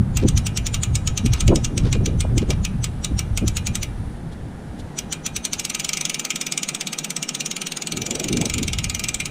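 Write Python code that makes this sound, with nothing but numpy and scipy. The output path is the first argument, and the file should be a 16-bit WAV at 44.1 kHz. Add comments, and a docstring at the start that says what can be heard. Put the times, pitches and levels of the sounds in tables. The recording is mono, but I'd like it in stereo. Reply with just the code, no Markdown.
"""A bicycle's rear hub ratchets close to a microphone, over a distant outdoor rumble and a thin hiss.
First come slow, uneven clicks while gusts buffet the microphone. In the pause near 4 s only faint brushes
of a pawl are left. Four slow clicks follow, then a continuous run at changing speed; the wind dies down
and comes back near 8 s. For each click a pawl (a sprung catch) scrapes up its tooth with a short squeak,
drops, and rings the hub, cassette and brake rotor. Shaped noise and decaying tones make all of it."""
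import sys
import numpy as np
from scipy import signal
from scipy.fft import rfft, irfft
from scipy.io import wavfile
from scipy.ndimage import uniform_filter1d

SR = 44100
rng = np.random.default_rng(int(sys.argv[2]) if len(sys.argv) > 2 else 0)


def transcribe(u):
    """Save the signal u as a 16-bit wav file named by the first command-line argument.

    u: samples, shape (n,) or (channels, n), limited to [-1, 1]; the rate is SR.
    q: integer samples, one column per channel.
    """
    v = np.clip(np.atleast_2d(u).T, -1, 1)
    q = np.round(v * 32767).astype(np.int16)
    wavfile.write(sys.argv[1], SR, q)


N = 410130
TIME = np.arange(N) / SR

# how the hub is heard from the side that faces the microphone, before each layer's own gain:
# (time [s], glint level [dB], scrape level [dB], lowest shell mode level [dB])
HUB_ASPECT = [(0, -30.5, -30, -20), (1.2, -42, -32, -31), (2, -51, -35.5, -21), (3.4, -34, -32, -15.5),
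              (5.3, -34, -29.5, -23), (6, -39.5, -36, -11), (7.8, -41, -32, -25), (9.1, -44, -40, -6.5)]


def undb(db):
    """Turn decibels into a gain."""
    return 10 ** (np.asarray(db) / 20)


def curve(rows):
    """Join each column of a timed table by straight lines."""
    s, *columns = np.transpose(rows)
    return [np.interp(TIME, s, c) for c in columns]


def colour(x, points):
    """Filter by a spectrum of (frequency [Hz], level [dB]); white noise keeps its level."""
    hz, db = np.transpose(points)
    log_hz = np.log(np.fft.rfftfreq(N, 1 / SR) + 1)
    gain = undb(np.interp(log_hz, np.log(hz), db))
    gain /= np.sqrt(np.mean(gain ** 2))
    return irfft(rfft(x) * gain, N)


def noise(points):
    """Make noise of unit level with the given spectrum."""
    return colour(rng.standard_normal(N), points)


def walk(rate):
    """Wander smoothly at random, with about `rate` new targets a second and a spread near 1."""
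    size = int(SR / rate)
    steps = rng.standard_normal(N // size + 2)
    path = np.interp(np.arange(N) / size, np.arange(len(steps)), steps)
    return 1.3 * uniform_filter1d(path, size)


def fade(t, t60):
    """Start at t = 0 and die away by 60 dB in t60 seconds."""
    return (t >= 0) * np.exp(-np.log(1000) * np.abs(t) / t60)


def bump(t, length_s):
    """Swell smoothly; the power stays above half for length_s."""
    return 2 ** (-2 * (t / length_s) ** 2)


def whine(hz, width_hz, size):
    """Make a tone whose phase wanders, which blurs its pitch."""
    wander = uniform_filter1d(rng.standard_normal(size), 64)
    phase_steps = 2 * np.pi * hz / SR + np.sqrt(2 * np.pi * width_hz / SR) * wander
    return np.sqrt(2) * np.sin(np.cumsum(phase_steps))


def add(track, s, x):
    """Mix x into the track, starting at s seconds."""
    i = int(s * SR)
    track[i:i + len(x)] += x[:N - i]


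def surroundings(far_db=-36.5):
    """Far traffic and water make a rumble that swells slightly, under a thin hiss."""
    # spectrum of the distant rumble: (frequency [Hz], relative level [dB])
    far_spectrum = [(20, -10), (108, -53), (145, 2.5), (250, -3.5), (400, -11), (600, -15.5), (800, -14.5),
                    (1100, -23.5), (1600, -21.5), (2500, -31.5), (5000, -38), (10000, -41.5), (12500, -50),
                    (16000, -56)]
    # loudness of the thin hiss: (time [s], level [dB])
    hiss_level = [(0, -61), (1.8, -59), (4.1, -58), (4.25, -64), (9.3, -65)]
    # spectrum of the hiss: (frequency [Hz], relative level [dB])
    hiss_spectrum = [(2000, -24), (3500, 5), (6500, -21), (9500, 4), (11200, -6), (12500, -14),
                     (16000, -32)]
    far = undb(far_db + 0.29 * walk(2.69)) * noise(far_spectrum)
    hiss = undb(curve(hiss_level)[0]) * noise(hiss_spectrum)
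    return far + hiss


def wind(flutter_db=3.0, eddy_db=-11, eddy_flutter_db=3):
    """Slow air pressure pushes on the microphone, with smaller eddies riding on it."""
    # strength of the wind, before its flutter: (time [s], level [dB])
    wind_level = [(0, -19), (.4, -21.5), (.6, -24), (1.1, -24.5), (1.5, -19), (1.7, -24), (1.97, -16.5),
                  (2.1, -22), (2.55, -20), (2.9, -26.5), (3.4, -24.5), (3.95, -28.5), (5.3, -41.5),
                  (6.2, -56.5), (7.7, -72), (8.35, -35), (8.75, -27), (9.3, -43.5)]
    # spectrum of the slow pressure: (frequency [Hz], relative level [dB])
    pressure_spectrum = [(10, -11), (25, -1), (60, 0.5), (120, 0.5), (200, -14.5), (350, -29.5), (800, -89)]
    # spectrum of the eddies: (frequency [Hz], relative level [dB])
    eddy_spectrum = [(70, -10), (130, 3), (200, 5.5), (300, -17.5), (450, -27.5), (700, -29.5),
                     (1200, -24.5), (2500, -64), (6000, -74)]
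    pressure = undb(.5 + flutter_db * walk(24)) * noise(pressure_spectrum)
    eddies = undb(eddy_db + eddy_flutter_db * walk(30)) * noise(eddy_spectrum)
    return undb(curve(wind_level)[0]) * (pressure + eddies)


def buffets(low_hz=130, tilt_hz=260, gain_db=2.0, vortex_db=3, vortex_rate=60):
    """Each gust swells and fades while its vortices thump the microphone, up to its own upper edge."""
    # gusts, before the common gain:
    # (time [s], level [dB], length [s], upper edge [Hz])
    gusts = [(.01, -24, 0.029, 250), (0.248, -12, 0.024, 310), (.32, -23, 0.056, 222),
             (1.257, -15, .017, 250), (1.499, -11.5, 0.016, 460), (1.529, -15, 0.021, 800),
             (1.569, -20, 0.019, 404), (1.76, -29.5, 0.09, 385), (1.865, -21, 0.022, 394),
             (1.962, -20.5, 0.014, 368), (2.07, -29, 0.11, 443), (2.251, -26, 0.0064, 910),
             (2.32, -32.5, 0.032, 514), (2.372, -20.5, 0.013, 396), (2.43, -19, .012, 330),
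             (2.5, -24.5, .026, 590), (2.754, -23, 0.015, 233), (3.118, -27, 0.015, 324),
             (3.435, -19.5, 0.019, 370), (7.97, -31, 0.069, 350), (8.17, -32, 0.16, 700),
             (8.355, -21.5, 0.09, 368), (8.443, -26, 0.044, 720), (8.6, -27.5, 0.085, 334)]
    out = np.zeros(N)
    vortices = undb(vortex_db * walk(vortex_rate))
    for s, db, length_s, edge_hz in gusts:
        band = np.vstack([signal.butter(2, low_hz, "high", fs=SR, output="sos"),
                          signal.butter(1, tilt_hz, fs=SR, output="sos"),
                          signal.butter(4, edge_hz, fs=SR, output="sos")])
        start = max(int((s - .5) * SR), 0)
        near = slice(start, start + SR)  # one second around the gust
        swirl = signal.sosfilt(band, rng.standard_normal(SR)) * vortices[near]
        swell = bump(TIME[near] - s, length_s)
        loudness = np.sqrt(np.average(swirl ** 2, weights=swell ** 2))
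        out[near] += undb(db) * swell * swirl / loudness
    return undb(gain_db) * out


def rustles(grain_db=4.0, gain_db=3.5):
    """Short crackly rustles close to the microphone: noise with a quick, grainy flicker in level."""
    # rustles, before gain and grain: (time [s], level [dB], length [s])
    rustle_times = [(0.222, -47.5, 0.045), (1.357, -41, 0.04), (1.865, -41, 0.032), (1.944, -41.5, 0.023),
                    (2.424, -46, 0.012), (2.512, -42, 0.028)]
    swell = sum(undb(db) * bump(TIME - s, length_s) for s, db, length_s in rustle_times)
    grain = undb(gain_db + grain_db * walk(300))
    return swell * grain * noise([(400, -10), (900, 1), (1800, -2.5), (3500, -3),
                                  (6000, -8.5), (10000, -21), (15000, -46)])


def slips(length_s=0.013):
    """A pawl brushes faintly along its tooth without dropping while the wheel almost rests."""
    # moments of the brushes: (time [s], level [dB])
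    slip_times = [(4.33, -50), (4.8, -44.5)]
    pressure = sum(undb(db) * np.exp(-((TIME - s) / length_s) ** 2) for s, db in slip_times)
    return pressure * noise([(1500, -14), (3500, 3), (6500, -6), (10000, -8), (15000, -26)])


def ratchet(snap_scatter_db=1.04, shell_scatter_db=0.52, scrape_hz=6240, scrape_scatter_hz=342):
    """Each passing tooth gives a click: rows of (time [s], snap [dB], hub shell [dB], scrape pitch [Hz])."""
    # single drops while the wheel barely turns:
    # (time [s], snap level above the usual [dB], scrape pitch [Hz])
    slow_clicks = [(.1724, 4.5, 6930), (.2866, 3.5, 6100), (.3772, 1, 5930), (.468, 1, 5840),
                   (.5751, 0.5, 5600), (.6679, 0.5, 5920), (.7442, 3.5, 7160), (.835, 2.5, 7030),
                   (.9558, 3.5, 6560), (1.0755, 3, 6600), (1.1774, 0, 6300), (1.262, -2, 5750),
                   (1.3358, -1, 5680), (1.4074, 0.5, 6170), (1.4798, -1, 7240), (1.5588, 1.5, 6640),
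                   (1.6474, 1, 5960), (1.7787, 2.5, 5720), (1.9288, 2, 5750), (2.0604, 0, 5770),
                   (2.207, 1, 6070), (2.3804, 2, 6160), (2.5058, -1, 6510), (2.6509, -0.5, 6800),
                   (2.8429, 1, 6000), (3.0467, .5, 5730), (3.1927, .5, 5600), (3.3758, 1, 5850),
                   (3.4803, 1.5, 5990), (3.57, 0, 6860), (3.6707, -1, 6760), (3.755, -0.5, 6260),
                   (3.8313, -1.5, 6080), (4.9893, -3, 5880), (5.1272, -2.5, 5880), (5.2648, -2.5, 5930),
                   (5.365, -2, 5870)]
    # speed once the ratchet keeps turning: (time [s], speed [teeth per second])
    tooth_speed = [(5.4524, 10.4785), (5.68, 20.8905), (5.81, 20.0205), (5.97, 26.2027), (6.2, 18.4239),
                   (6.59, 18.3478), (6.8, 15.8789), (6.97, 17.6661), (7.24, 15.6643), (7.47, 18.9734),
                   (7.98, 20.2487), (8.02, 22.0038), (8.56, 24.1804), (8.6, 20.5597), (8.85, 17.4061),
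                   (9.03, 23.2033), (9.14, 16.0678), (9.3, 20.2159)]
    # loudness of the drops, before scatter and gains:
    # (time [s], snap level [dB], hub shell level [dB])
    nearness = [(0, -25, -29), (1.2, -22.5, -26.5), (3.6, -21.5, -29.5), (5.9, -20, -27.5),
                (6.6, -20.5, -28), (7.7, -25.5, -28.6), (8.1, -23.5, -28.5), (9.3, -19, -28.5)]
    start_s = tooth_speed[0][0]
    teeth = np.cumsum(curve(tooth_speed)[0] * (TIME >= start_s)) / SR  # teeth passed so far
    run_s = np.r_[start_s, TIME[np.searchsorted(teeth, np.arange(1, teeth[-1]))]]
    # the spring drops every pawl about equally hard at any speed; teeth differ a little
    force, pitch = rng.standard_normal((len(run_s), 2)).T
    run = np.c_[run_s, snap_scatter_db * force, scrape_hz + scrape_scatter_hz * pitch]
    s, accent_db, hz = np.vstack([slow_clicks, run]).T
    snap_db, shell_db = (np.interp(s, TIME, db) for db in curve(nearness))
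    shell_db = shell_db + shell_scatter_db * rng.standard_normal(len(s))
    return np.c_[s, snap_db + accent_db, shell_db, hz]


def wheel(blows, clicks, clatter_db=-3.5, clatter_t60=0.084, wash_db=-24, wash_t60=0.87,
          ring_db=-48, detune=0.0128):
    """Spokes and sprockets spread each blow into clatter and a faint wash; plate modes ring on."""
    # rings of cassette and rotor, before detuning and the common gain:
    # (frequency [Hz], level [dB], time to fall by 60 dB [s])
    ring_modes = [(1263, 2, 0.4), (2460, 0.5, 0.23), (2376, 2.5, 0.21), (2818, 1, 0.2), (3160, -23, 0.23),
                  (3860, -2.5, 0.2), (4620, 0, 0.077), (5090, 13, 0.041), (5900, -27, 0.066),
                  (6540, -16, 0.18), (6820, 4.5, 0.07), (7283, -34, 0.43), (8300, -11, 0.036),
                  (9130, 2.5, 0.09)]
    t = np.arange(SR // 4) / SR
    tail = fade(t, clatter_t60) + undb(wash_db) * fade(t, wash_t60)
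    tail *= 1 - fade(t, 0.0029)  # a quick build-up
    hz, db, t60 = np.transpose(ring_modes)[:, :, None]
    decays = undb(db) * fade(t, t60)
    clatter, ring = np.zeros((2, N))
    starts = [s - .015 for s, *_ in clicks]
    for start, end in zip(starts, starts[1:] + [N / SR]):
        blow = blows[int(start * SR):int(end * SR)]
        paths = rng.standard_normal(len(t)) * tail / np.linalg.norm(tail)
        # the modes shift for each click as the wheel turns
        click_hz = hz * (1 + detune * rng.standard_normal(hz.shape))
        modes = decays * np.sin(2 * np.pi * click_hz * t)
        add(clatter, start, signal.fftconvolve(blow, paths))
        add(ring, start, signal.fftconvolve(blow, modes.sum(0)))
    clatter = colour(clatter, [(1200, 14.5), (2500, 10.5), (4000, 2.0), (7000, -3.5),
                               (11000, 0.0), (16000, -3)])
    return undb(clatter_db) * clatter + undb(ring_db) * ring


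def scrapes(clicks, rise_t60=0.05, ring_t60=0.03, width_hz=175, stray_db=-5, grit_db=-3,
            squeak_db=3.5, scatter_db=2, usual_gap_s=0.064, drag=0.2):
    """The spring tightens as a pawl climbs: a gritty squeak swells up to the drop, then rings out."""
    # pitches at which the other pawls squeak: frequency [Hz]
    pawl_hz = [6400, 6330, 7050, 6930, 8000, 8620]
    before = .05 - np.arange(int(.075 * SR)) / SR  # seconds left until the drop
    # a slower wheel draws the squeak out
    slowness = (np.gradient(clicks[:, 0]) / usual_gap_s).clip(None, 2) ** drag
    squeak, grit = np.zeros((2, N))
    for (s, _, _, hz), stretch in zip(clicks, slowness):
        swell = fade(before, rise_t60 * stretch)
        voice = np.maximum(swell, fade(-before, ring_t60))
        force = undb(scatter_db * rng.standard_normal())
        # the other two pawls squeak more softly, at their own pitches
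        stray_hz = rng.choice(pawl_hz, 2, replace=False)
        strays = sum(whine(f, width_hz, len(before)) for f in stray_hz)
        tones = whine(hz, width_hz, len(before)) + undb(stray_db) * strays
        add(squeak, s - before[0], force * voice * tones)
        add(grit, s - before[0], force * swell * rng.standard_normal(len(before)))
    grit = colour(grit, [(900, -19), (1280, -4.5), (1600, -9), (2300, -5), (3200, -1), (4500, -4.0),
                         (6500, -12.0), (8800, -15), (10000, -18), (15000, -36)])
    return undb(squeak_db + curve(HUB_ASPECT)[1]) * (squeak + undb(grit_db) * grit)


def drops(clicks, spread_s=.002, impact_t60=0.015, early_db=-6.5, late_db=-4.0, evenness=0.47,
          seat_db=3.5, seat_hz=600, seat_full_hz=6000):
    """Three pawls land almost together, the hardest marking the click; their seating colours the blow."""
    # spectrum of the pawl's snap: (frequency [Hz], relative level [dB])
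    snap_spectrum = [(3800, -26.5), (4800, -10), (5400, 1.5), (6000, 5), (6600, -1.5), (7100, 6),
                     (7600, -4.5), (8000, 2.5), (8800, -5), (9700, -21.5), (11000, -31)]
    # spectrum of the hub shell's knock: (frequency [Hz], relative level [dB])
    shell_spectrum = [(700, -24.5), (1080, -22.5), (1280, -5), (1480, -14.5), (1800, -14), (2250, -2.5),
                      (2600, 2), (3200, 5), (3800, 3), (4400, 1), (5200, -19)]
    # spectrum of the snap's high glint: (frequency [Hz], relative level [dB])
    glint_spectrum = [(8000, -20), (9500, 3.5), (11200, -2.5), (12000, -7), (12600, 1.5), (13500, -2),
                      (15100, 2.5), (16500, -10)]
    lead = .01  # seconds of room ahead of the click
    t = np.arange(int(3 * lead * SR)) / SR - lead
    hz = np.fft.rfftfreq(len(t), 1 / SR)
    treble = np.minimum(hz / seat_full_hz, 1)  # the seating matters most to the high pitches
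    snap, shell, glint = np.zeros((3, N))
    for s, snap_db, shell_db, _ in clicks:
        early, late = spread_s * (np.array([-.8, 1.2]) + .4 * rng.standard_normal(2))
        impacts = [fade(t + .0008, impact_t60),
                   undb(early_db) * fade(t - early, impact_t60),
                   undb(late_db) * fade(t - late, impact_t60)]
        force = np.linalg.norm(impacts, axis=0)
        chatter = rfft(force * np.sign(rng.standard_normal(len(t))))
        seat = treble * np.interp(hz / seat_hz, np.arange(64), rng.standard_normal(64))
        # hard steel contact excites all pitches, so the spectrum is partly evened out
        even = chatter / np.abs(chatter + 1e-9) ** evenness
        burst = irfft(undb(seat_db * seat) * even, len(t))
        burst /= np.sqrt(np.sum(burst ** 2) / (lead * SR))
        add(snap, s - lead, burst * undb(snap_db))
        add(shell, s - lead, burst * undb(shell_db))
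        add(glint, s - lead, burst)
    glint_db, _, mode_db = curve(HUB_ASPECT)
    # the lowest shell mode
    knock = colour(shell * undb(mode_db), [(1800, -49), (2060, -7.5), (2300, 0.5), (2700, -27)])
    glint = colour(glint * undb(glint_db - 2.5), glint_spectrum)
    snap = undb(-3.0) * colour(snap, snap_spectrum)
    shell = undb(-1.5) * colour(shell, shell_spectrum)
    return snap + shell + knock + glint


def scene():
    """Add up all the sources and send the same sound to both channels, as if from straight ahead."""
    clicks = ratchet()
    blows = drops(clicks)
    background = surroundings() + wind() + buffets() + rustles()
    hub = slips() + wheel(blows, clicks) + scrapes(clicks) + blows
    mono = background + hub
    return np.array([mono, mono])


def record(dry, lean_db=0.9, split_hz=11500, top_hz=15400):
    """Round loud peaks, let the highest treble reach the two ports differently, and cut the top."""
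    ceiling = .9
    soft = ceiling * np.tanh(dry / ceiling)
    hz = np.fft.rfftfreq(N, 1 / SR)
    apart = 1 / (1 + (split_hz / (hz + 1)) ** 20)  # 0 below the split, 1 above
    # level and phase shift one way in one port, the opposite way in the other
    ports = undb(lean_db * apart) * np.exp(1j * apart * np.pi / 4)
    wide = irfft(rfft(soft) * np.array([ports, 1 / ports]), N)
    return signal.sosfilt(signal.ellip(8, .2, 70, top_hz, fs=SR, output="sos"), wide)


dry = scene()
out = record(dry)
transcribe(out)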